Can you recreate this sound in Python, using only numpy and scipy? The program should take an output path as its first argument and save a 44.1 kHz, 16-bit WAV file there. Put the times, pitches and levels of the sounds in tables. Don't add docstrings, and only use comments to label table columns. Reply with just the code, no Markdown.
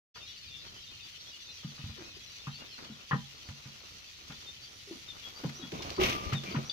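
import sys
import numpy as np
from scipy import signal
from scipy.fft import rfft, irfft, next_fast_len
from scipy.io import wavfile
from scipy.ndimage import uniform_filter1d

SR = 44100
rng = np.random.default_rng(int(sys.argv[2]) if len(sys.argv) > 2 else 0)


def transcribe(u):
    v = np.clip(np.atleast_2d(u).T, -1, 1)
    q = np.round(v * 32767).astype(np.int16)
    wavfile.write(sys.argv[1], SR, q)


N = 296352
TIME = np.arange(N) / SR
HIT = TIME[:SR // 2]


def undb(db):
    return 10 ** (np.asarray(db) / 20)


def unit(x):
    return x / np.sqrt(np.mean(x ** 2))


def peak(x):
    return x / np.max(np.abs(x))


def fade(t60):
    return np.exp(-np.log(1000) * HIT / max(t60, .003))


def curve(rows):
    s, *columns = np.transpose(rows)
    return [np.interp(TIME, s, c) for c in columns]


def colour(x, points):
    hz, db = np.transpose(points)
    size = next_fast_len(x.shape[-1] + SR // 20)
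    f = np.maximum(np.fft.rfftfreq(size, 1 / SR), 1)
    gain = undb(np.interp(np.log(f), np.log(hz), db))
    return irfft(rfft(x, size) * gain, size)[..., :x.shape[-1]]


def ring(modes):
    out = 0
    for hz, db, t60 in modes:
        detuned_hz = hz * (1 + 0.0097 * rng.standard_normal())
        out = out + undb(db) * fade(t60) * np.sin(2 * np.pi * detuned_hz * HIT)
    return out


def favour(modes, hz, focus_db):
    return [(f, db - focus_db * np.log2(f / hz) ** 2, t60) for f, db, t60 in modes]


def grains(rate, spread_db):
    sizes = undb(spread_db * np.minimum(rng.exponential(size=N), 5)) * rng.standard_normal(N)
    return sizes * (rng.random(N) < rate / SR)


def walk(rate):
    k = int(SR / rate)
    steps = np.repeat(rng.standard_normal(N // k + 1), k)
    return unit(uniform_filter1d(uniform_filter1d(steps, k), k)[:N])


def swell(s, attack_s, hold_s, release_db_per_s):
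    age = TIME - s
    release = undb(-release_db_per_s * np.maximum(age - attack_s - hold_s, 0))
    return np.clip(age / attack_s, 0, 1) * release


def place(x, pan_db=0, lag_ms=0):
    n = np.arange(len(x))
    left = np.interp(n - round(lag_ms * SR / 1000), n, x, left=0)
    return np.array([left * undb(pan_db / 2), x * undb(-pan_db / 2)])


def add(out, s, x):
    i = max(int(s * SR), 0)
    out[:, i:i + x.shape[-1]] += x[..., :max(N - i, 0)]


def yard(x, t60, wet_db):
    tail = rng.standard_normal((2, len(HIT))) * fade(t60) * (1 - np.exp(-HIT / 0.0025))
    tail /= np.sqrt(np.sum(tail ** 2, axis=1, keepdims=True))
    return x + undb(wet_db) * signal.fftconvolve(x, tail, axes=1)[:, :N]


def chirp(length, start_hz, end_hz, waver=0.0085, flutter=0.33):
    u = np.linspace(0, 1, int(max(length, .01) * SR))
    wobble, tremble = (np.interp(u, np.linspace(0, 1, 18), r) for r in rng.standard_normal((2, 18)))
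    hz = (start_hz + (end_hz - start_hz) * u) * (1 + waver * wobble)
    strength = np.abs(np.sin(np.pi * u)) ** 0.97 * (1 + flutter * tremble)
    return np.sin(2 * np.pi * np.cumsum(hz) / SR) * strength


def slur(length, hz, glide):
    half = 2 ** (glide * length / 2)
    return chirp(length, hz / half, hz * half)


# f/Hz, level/dB
COLONY_COLOUR = [(710, -32), (1200, -13.5), (1620, -12), (1800, -6.5), (2050, -5), (2860, -2.5),
                 (3080, -2.5), (3700, -4), (4620, -2), (5200, -6), (5850, -3), (8510, -24), (11700, -21),
                 (15500, -24.5)]
# t/s, level/dB
COLONY_LEVEL = [(.16, -52), (2.4, -51), (3.2, -53), (4.6, -52.5), (5.4, -51.5), (6.72, -50)]
# t/s, level/dB
CHATTER = [(.16, .5), (2.7, -.5), (3.6, -4.5), (6.72, -4.5)]


def colony(count=1000, centre_hz=3850, range_octaves=.36, wash_db=0, gain_db=1.5):
    notes = np.zeros((2, N))
    starts = rng.uniform(0, N / SR, count)
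    traits = np.clip(rng.standard_normal((count, 6)), -1.7, 1.7)
    for s, (pitch, slope, size, length, pan, lag) in zip(starts, traits):
        hz = centre_hz * 2 ** (range_octaves * pitch)
        end_hz = hz * np.exp(.1 * slope - .06)
        note = chirp(.058 * np.exp(.3 * length), hz, end_hz, waver=.009, flutter=.45)
        add(notes, s, place(note * undb(2 * size), 3.1 * pan, .14 + .08 * lag))
    wash = np.array([unit(grains(rate=16000, spread_db=3.0)) * undb(1.3 * walk(45)) for _ in range(2)])
    notes = unit(colour(yard(notes, t60=.3, wet_db=-5), COLONY_COLOUR))
    wash = unit(colour(wash, COLONY_COLOUR))
    chatter, hush = undb(curve(CHATTER)[0]), undb(wash_db)
    voices = (chatter * notes + hush * wash) / np.hypot(chatter, hush)
    return voices * undb(curve(COLONY_LEVEL)[0] + gain_db)


# f/Hz, level/dB
AIR = [(20, -17), (50, -3), (80, 2.5), (115, -1), (170, -7.5), (300, -17.5), (700, -26.5), (2000, -47),
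       (8000, -68)]
# f/Hz, level/dB
CRUNCH = [(80, -5), (200, 0.5), (400, 1), (800, -2.5), (1400, 1.5), (2500, -39), (5000, -33), (12000, -47)]
# f/Hz, level/dB
CLOD_COLOUR = [(80, -7), (200, 2.5), (400, -1), (800, -6.5), (1400, -3.5), (2500, -5.5), (5000, -51),
               (12000, -52)]
# t/s, hold/s, level/dB
CLODS = [(0.64, 0.027, -59), (1.968, 0.038, -51.5), (2.597, 0.012, -53), (2.777, 0.0098, -49.5),
         (2.825, .015, -62)]
CLOD_ATTACK_S, CLOD_RELEASE_DB_PER_S = 0.01, 193
START_M, SPEED_M_S, TYRE_DB = 7.78, 0.9, -49.5


def ground(air_db=-63.5, air_side_db=-7, shared=0.96, uneven_db=3):
    mid, side = (unit(colour(rng.standard_normal(N), AIR)) for _ in range(2))
    gusts_db = 2.2 * walk(9)
    air = (mid + undb(air_side_db) * np.array([side, -side])) * undb(air_db + gusts_db)
    grit = [grains(rate=600, spread_db=1.2) for _ in range(3)]
    crumbs = shared * place(grit[0], 0, 0.42) + np.array(grit[1:])
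    distance_m = np.maximum(START_M - SPEED_M_S * TIME, 1)
    rolling = unit(colour(crumbs, CRUNCH)) * undb(TYRE_DB + uneven_db * walk(25.1)) / distance_m
    crushing = sum(undb(db) * swell(s, CLOD_ATTACK_S, hold, CLOD_RELEASE_DB_PER_S) for s, hold, db in CLODS)
    return air + rolling + unit(colour(crumbs, CLOD_COLOUR)) * crushing


# f/Hz, level/dB, t60/s
FRAME = [(465, 2.5, 0.12), (821, -8.5, 0.29), (993.5, 1, 0.21), (1060, 7, 0.088), (1270, 7.5, 0.066),
         (1448, 7, 0.058), (1560, -4, 0.14), (1757, -2, 0.15), (1857, 5, 0.11), (1907, 10, 0.047)]
# f/Hz, level/dB
CLANK_COLOUR = [(200, -35), (450, -2), (750, -4), (1000, -8), (1400, 5), (1850, -6), (2200, -3), (3000, -5),
                (6000, -47), (12000, -48)]
# t/s, clank level/dB, boom lag/s, boom level/dB, boom f/Hz
JOLTS = [(.156, -41.5, 0, -70, 150), (1.629, -44.5, 0.018, -31.5, 165), (1.776, -47, 0.016, -41.5, 150),
         (1.835, -49.5, 0.005, -34, 101), (1.886, -49.5, 0.008, -38.5, 90),
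         (2.468, -42.5, 0.0048, -32.5, 147.4), (2.898, -51, 0.0013, -40, 224),
         (3.110, -30, 0.00061, -36, 151), (3.117, -31, .014, -22.5, 150), (3.141, -41, 0.016, -30, 194),
         (3.485, -46.5, 0.0033, -36.5, 98), (3.646, -50, 0.012, -42, 130),
         (4.297, -42.5, 0.0012, -41.5, 160), (5.432, -40.5, 0.018, -25.5, 164),
         (5.628, -45, .006, -38.5, 196), (5.719, -63, 0.013, -33.5, 171), (6.325, -36, 0.002, -24, 120),
         (6.338, -36, 0.0057, -27.5, 162), (6.483, -64, 0.0007, -35, 181), (6.543, -52, 0.0015, -27.5, 245),
         (6.557, -30.5, 0.0093, -25.5, 154)]
RATTLE_T60_S, RATTLE_AT_DB, RATTLE_HALVING_DB = 0.083, -36, 18.5
CLANK_PAN_DB = 3.5


def frame(ring_db=-5, scatter=0.96, build=0.32):
    out = np.zeros((2, N))
    for s, db, *_ in JOLTS:
        t60 = RATTLE_T60_S * 2 ** ((RATTLE_AT_DB - db) / RATTLE_HALVING_DB)
        noise = rng.standard_normal((3, len(HIT)))
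        contacts = (noise[0] + scatter * noise[1:]) * fade(t60) * (1 - fade(build * t60))
        rung = signal.fftconvolve(contacts, ring(FRAME)[None], axes=1)[:, :len(HIT)]
        clank = unit(unit(colour(contacts, CLANK_COLOUR)) + undb(ring_db) * unit(rung))
        sides_db = np.array([[CLANK_PAN_DB], [-CLANK_PAN_DB]]) / 2
        add(out, s, peak(clank) * undb(db + sides_db))
    return yard(out, t60=0.093, wet_db=-2.5)


# f/Hz, level/dB, t60/s
TRAY = [(78, -12, .12), (104, -7, .15), (139, -2, .33), (160, -4, .17), (184, -3, .17), (225, -3.5, .27),
        (252, -8, .17)]
BOOM_RING_DB, BOOM_AT_DB, BOOM_RING_SLOPE = -3, -36, -0.26


def tray(push_s=0.0075, focus_db=4, build_s=0.034, stiff=0.14):
    out = np.zeros((2, N))
    for s, _, lag_s, db, hz in JOLTS:
        squash = np.exp(-HIT / push_s)
        bounce_hz = hz * (1 + stiff * (squash - .5))
        bounce = peak(HIT * squash * np.sin(2 * np.pi * np.cumsum(bounce_hz) / SR))
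        boom = peak(ring(favour(TRAY, hz, focus_db)) * (1 - fade(build_s)))
        ring_db = BOOM_RING_DB + BOOM_RING_SLOPE * (db - BOOM_AT_DB)
        add(out, s + lag_s, place(undb(db) * peak(bounce + undb(ring_db) * boom)))
    return out


# t/s, middle f/Hz, glide/(octaves per s), level/dB
CHIRPS = [(.2, 3620, 1.5, -51), (.256, 3840, -2.5, -49.5), (.266, 3420, 1.5, -49), (.342, 4000, -.5, -55),
          (.355, 4540, 0, -52), (.447, 4600, -3, -51), (.86, 3620, 0, -53), (.99, 3640, -1.5, -53.5),
          (.99, 2570, 1, -58), (1.01, 4660, 0, -55), (1.252, 3340, 3, -52), (1.321, 2905, 0.5, -46.5),
          (1.462, 3630, -0.2, -49.5), (1.477, 4085, -1.5, -48), (2.172, 3820, -2, -63),
          (2.312, 4080, 2.5, -55.5), (2.38, 3550, 2, -54), (2.532, 4480, -2, -48), (2.59, 2790, 0, -53),
          (2.64, 3600, -1, -59), (2.71, 4150, -2, -50), (3.342, 4320, .5, -57.5), (3.425, 4730, -1, -61),
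          (3.78, 4320, -1.5, -59), (4.325, 3480, 2, -52.5), (4.458, 3616, -0.1, -45.5),
          (4.619, 4650, 0.5, -48), (5.073, 3600, -1.5, -42.5), (5.226, 3330, -0.8, -41.5),
          (5.345, 4680, 0, -49.5), (5.588, 3820, -1.5, -50.5), (5.612, 3350, 0, -45),
          (5.772, 3600, 0.5, -52), (5.94, 4650, -1.5, -48.5), (6.343, 3610, -3, -39.5),
          (6.496, 4660, -1, -46.5)]
CHIRP_S = .056
# t/s, length/s, starting f/Hz
SWEEPS = [(0.782, .11, 5670), (1.659, 0.096, 5280), (1.835, 0.033, 4270), (2.025, 0.071, 4800),
          (2.895, .08, 4600), (3.066, 0.036, 4300)]
SWEEP_DB, SWEEP_FALL = -56.5, .63
# t/s, level/dB
RISES = [(1.395, -53.5), (2.29, -55.5), (5.545, -48), (6.648, -49)]
RISE_HZ = 5430, 6430
TRILL = .48, .16, 3570, 130, -49
# f/Hz, glide/(octaves per s), level/dB
CHIP = [(4660, 0.5, -31.5), (3515, -8, -29)]
CHIP_AT_S, CHIP_S = 6.695, 0.012


def near_birds(pan_db=3):
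    out = np.zeros((2, N))
    for s, hz, glide, db in CHIRPS:
        add(out, s, place(undb(db) * slur(CHIRP_S, hz, glide), pan_db))
    for s, length, hz in SWEEPS:
        add(out, s, place(undb(SWEEP_DB) * chirp(length, hz, hz * SWEEP_FALL), pan_db))
    for s, db in RISES:
        add(out, s, place(undb(db) * chirp(CHIRP_S, *RISE_HZ), pan_db))
    s, length, hz, beat_hz, db = TRILL
    note = chirp(length, hz, hz)
    beating = 1 + np.sin(2 * np.pi * beat_hz * TIME[:len(note)])
    add(out, s, place(undb(db) * note * beating, pan_db))
    for hz, glide, db in CHIP:
        add(out, CHIP_AT_S, place(undb(db) * slur(CHIP_S, hz, glide), pan_db))
    return yard(out, t60=0.23, wet_db=-4.5)


# t/s, level/dB, f/Hz, t60/s
PLOPS = [(1.982, -48, 379.5, 0.38), (2.012, -44, 344, 0.094), (2.167, -48.5, 384, 0.054),
         (4.303, -48, 258, 0.058), (4.873, -50, 405, 0.41), (4.91, -35, 340, 0.072),
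         (4.954, -45.5, 250, 0.095), (5.435, -35, 283, 0.17), (5.444, -32, 483, 0.018),
         (5.593, -46.5, 355, 0.14), (5.628, -40.5, 264, 0.15), (5.722, -33, 380, 0.038)]
# f/Hz, level/dB
MUD_COLOUR = [(100, -4), (250, 19.5), (430, 8.5), (650, 4), (1000, 1), (1500, -50), (5000, -50)]


def boots(squish_db=-6, squish_t60=0.24, sag=0.7, pan_db=1):
    out = np.zeros((2, N))
    for s, db, hz, t60 in PLOPS:
        pocket = np.sin(2 * np.pi * hz * HIT * (1 - sag * HIT)) * fade(t60) * (1 - fade(0.0097))
        noise = rng.standard_normal((2, len(HIT)))
        squish = colour(noise * fade(squish_t60) * (1 - fade(0.06)), MUD_COLOUR)
        add(out, s, undb(db) * (place(peak(pocket), pan_db) + undb(squish_db) * peak(squish)))
    return out


# t/s, level/dB, centre f/Hz
KNOCKS = [(2.469, -35.5, 1153), (2.78, -46.5, 1450), (3.1094, -25, 1095), (3.116, -23.5, 1740),
          (3.1307, -24, 1214), (3.14, -37, 1920), (3.141, -34, 503), (5.441, -38, 788), (5.805, -39.5, 950),
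          (5.98, -36, 1020), (6.324, -30.5, 1330), (6.545, -34, 1400), (6.551, -30.5, 1000)]


def knocks(strike_s=0.00118, focus_db=7, ring_db=-4.5, pan_db=3, lag_ms=0.19):
    out = np.zeros((2, N))
    for s, db, hz in KNOCKS:
        strike = peak(HIT ** 2 * np.exp(-HIT / strike_s) * np.sin(2 * np.pi * hz * HIT))
        rung = peak(ring(favour(FRAME, hz, focus_db)) * (1 - fade(0.025)))
        add(out, s, place(undb(db) * peak(strike + undb(ring_db) * rung), pan_db, lag_ms))
    return yard(out, t60=0.2, wet_db=-17.0)


# t/s, level/dB, centre f/Hz, t60/s
SNAPS = [(2.8469, -35, 3150, 0.035), (3.487, -36.5, 2200, 0.061), (4.3209, -36, 3390, .04),
         (5.4926, -35, 1910, 0.055), (5.719, -32.5, 2890, 0.043), (5.8212, -31.5, 5770, 0.12),
         (5.894, -34, 1200, 0.034), (5.903, -23, 4500, 0.022), (5.963, -32.5, 4580, 0.066),
         (6.007, -41, 2410, .03), (6.016, -22, 2670, 0.076), (6.033, -22.5, 3300, 0.051),
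         (6.06, -23, 2300, 0.041), (6.087, -25, 3400, 0.049), (6.098, -23.5, 3100, 0.046),
         (6.332, -27, 2900, 0.077), (6.341, -37, 1300, 0.031), (6.348, -43, 2700, 0.034),
         (6.4352, -33, 2310, 0.064)]


def stalks(rise_s=0.0033, skirt_db=-10, top_db=-26):
    out = np.zeros((2, N))
    for s, db, hz, t60 in SNAPS:
        fibres = rng.standard_normal((2, len(HIT))) * fade(t60) * (1 - fade(rise_s))
        spectrum = [(hz / 10, 2 * skirt_db), (hz / 3, -5), (hz, 0), (6500, skirt_db), (9000, top_db)]
        add(out, s, peak(colour(fibres, spectrum)) * undb(db))
    return out


# t/s, length/s, middle f/Hz, glide/(octaves per s), level/dB
BUZZES = [(4.55, .62, 9550, 0.16, -68.5), (5.06, 0.46, 12200, .2, -66)]


def high_buzz(width_hz=420):
    out = np.zeros((2, N))
    for s, length, hz, glide, db in BUZZES:
        note = slur(length, hz, glide)
        noise = rng.standard_normal((2, len(note)))
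        rough = unit(colour(noise, [(width_hz, 0), (4 * width_hz, -40)]))
        add(out, s, undb(db) * note * rough)
    return out


# t/s, hold/s, body level/dB, grit level/dB
SHOVES = [(5.715, 0.026, -45, -46), (5.78, 0.07, -44.5, -49), (5.89, .01, -49.5, -52),
          (5.971, 0.041, -31.5, -30), (6.048, 0.02, -48, -37.5), (6.134, 0.039, -41, -51.5),
          (6.197, 0.036, -47, -48), (6.26, 0.028, -44.5, -46), (6.424, 0.077, -48, -45.5),
          (6.524, 0.04, -46, -65)]
SHOVE_ATTACK_S, SHOVE_RELEASE_DB_PER_S, GRIT_LAG_S = 0.026, 120, 0.016
# t/s, level/dB, f/Hz, t60/s
LANDING = [(5.721, -28.5, 429, 0.056), (5.8, -38, 362, 0.087), (5.987, -19.5, 363.5, 0.22),
           (6.014, -20, 371, 0.081), (6.144, -35, 303, 0.1)]
# f/Hz, level/dB, t60/s
HOLLOW = [(367, 2.5, 0.16), (440, -4, 0.32), (623, -6, 0.25), (680, -5, 0.26), (1252, -3, 0.4)]
# f/Hz, level/dB
SLIDE_BODY = [(25, -13), (55, 2), (100, 2), (220, 0), (320, -2), (450, -5), (700, -5.5), (900, -8.5),
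              (1200, -6), (1600, -26), (3000, -55)]
# f/Hz, level/dB
GRIT = [(400, -24), (1100, -3.5), (1700, -6.5), (2250, 4.5), (3300, 0), (4800, -9.5), (5900, -5.5),
        (7000, -22.5), (8500, -28.5), (15500, -22)]


def shove(s, hold, db):
    return undb(db) * swell(s, SHOVE_ATTACK_S, hold, SHOVE_RELEASE_DB_PER_S)


def load(lag_ms=0.45, body_pan_db=-1, scatter=0.38, hollow_db=-5, lumpy_db=1.5,
         knock_hz=1030, knock_db=-22, grit_shared=0.36):
    push = np.sqrt(sum(shove(s, hold, db) ** 2 for s, hold, db, _ in SHOVES))
    scrape = np.sqrt(sum(shove(s + GRIT_LAG_S, hold, db) ** 2 for s, hold, _, db in SHOVES))
    rubs = [unit(colour(grains(rate=900, spread_db=0.5), SLIDE_BODY)) for _ in range(3)]
    rung = unit(signal.fftconvolve(grains(rate=2500, spread_db=6.5), ring(HOLLOW))[:N])
    body = place(rubs[0] + undb(hollow_db) * rung, body_pan_db, lag_ms) + scatter * np.array(rubs[1:])
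    grit = [unit(colour(grains(rate=1500, spread_db=0.0), GRIT)) for _ in range(3)]
    crunch = grit_shared * place(grit[0], 0, lag_ms) + 0.75 * np.array(grit[1:])
    out = undb(lumpy_db * walk(80)) * (body * push + crunch * scrape)
    for s, db, hz, t60 in LANDING:
        thud = ring([(hz, 0, t60), (knock_hz, knock_db, t60 / 2)]) * (1 - fade(0.021))
        add(out, s, place(undb(db) * thud, body_pan_db, lag_ms))
    return out


STRAW = 5.998, 0.047, -48.5


def straw():
    spectrum = [(3000, -15), (11000, -6)]
    fizz = np.array([unit(colour(grains(rate=9000, spread_db=4), spectrum)) for _ in range(2)])
    return fizz * shove(*STRAW)


# t/s, length/s, f/Hz, level/dB
SQUEAKS = [(6.07, 0.16, 1185, -37.5), (6.2, 0.15, 1191, -40.5), (6.453, 0.058, 2367, -44)]


def squeaks(lag_ms=0.48):
    out = np.zeros((2, N))
    for s, length, hz, db in SQUEAKS:
        note = chirp(length, hz, hz, waver=0.0046, flutter=0.43)
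        add(out, s, place(undb(db) * note, 0, lag_ms))
    return out


PUFF_AT_S, PUFF_DB, PUFF_HZ, PUFF_T60_S = 6.264, -29, 75, 0.1


def puff(pan_db=14):
    out = np.zeros((2, N))
    buffet = np.sin(2 * np.pi * PUFF_HZ * HIT) * fade(PUFF_T60_S) * (1 - fade(0.039))
    add(out, PUFF_AT_S, place(undb(PUFF_DB - pan_db / 2) * peak(buffet), pan_db))
    return out


def scene():
    work = frame() + tray() + boots() + knocks() + stalks() + load() + straw() + squeaks()
    return colony() + ground() + yard(work, t60=0.18, wet_db=-13.0) + near_birds() + high_buzz() + puff()


# f/Hz, left minus right level/dB
PORT_TILT = [(700, 0), (1500, 2.5), (2500, 3.5), (4000, 3), (5200, -1), (6500, -7), (9000, -5), (14000, 0)]
START_S, TOP_HZ = 0.1416, 15600


def record(dry):
    ports = []
    for x, side in zip(dry, (1, -1)):
        ports.append(colour(x, [(hz, side * db / 2) for hz, db in PORT_TILT]))
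    opened = np.clip((TIME - START_S) / .016, 0, 1)
    low_pass = signal.ellip(12, .2, 80, TOP_HZ, fs=SR, output="sos")
    return signal.sosfilt(low_pass, np.array(ports) * opened)


dry = scene()
out = record(dry)
transcribe(out)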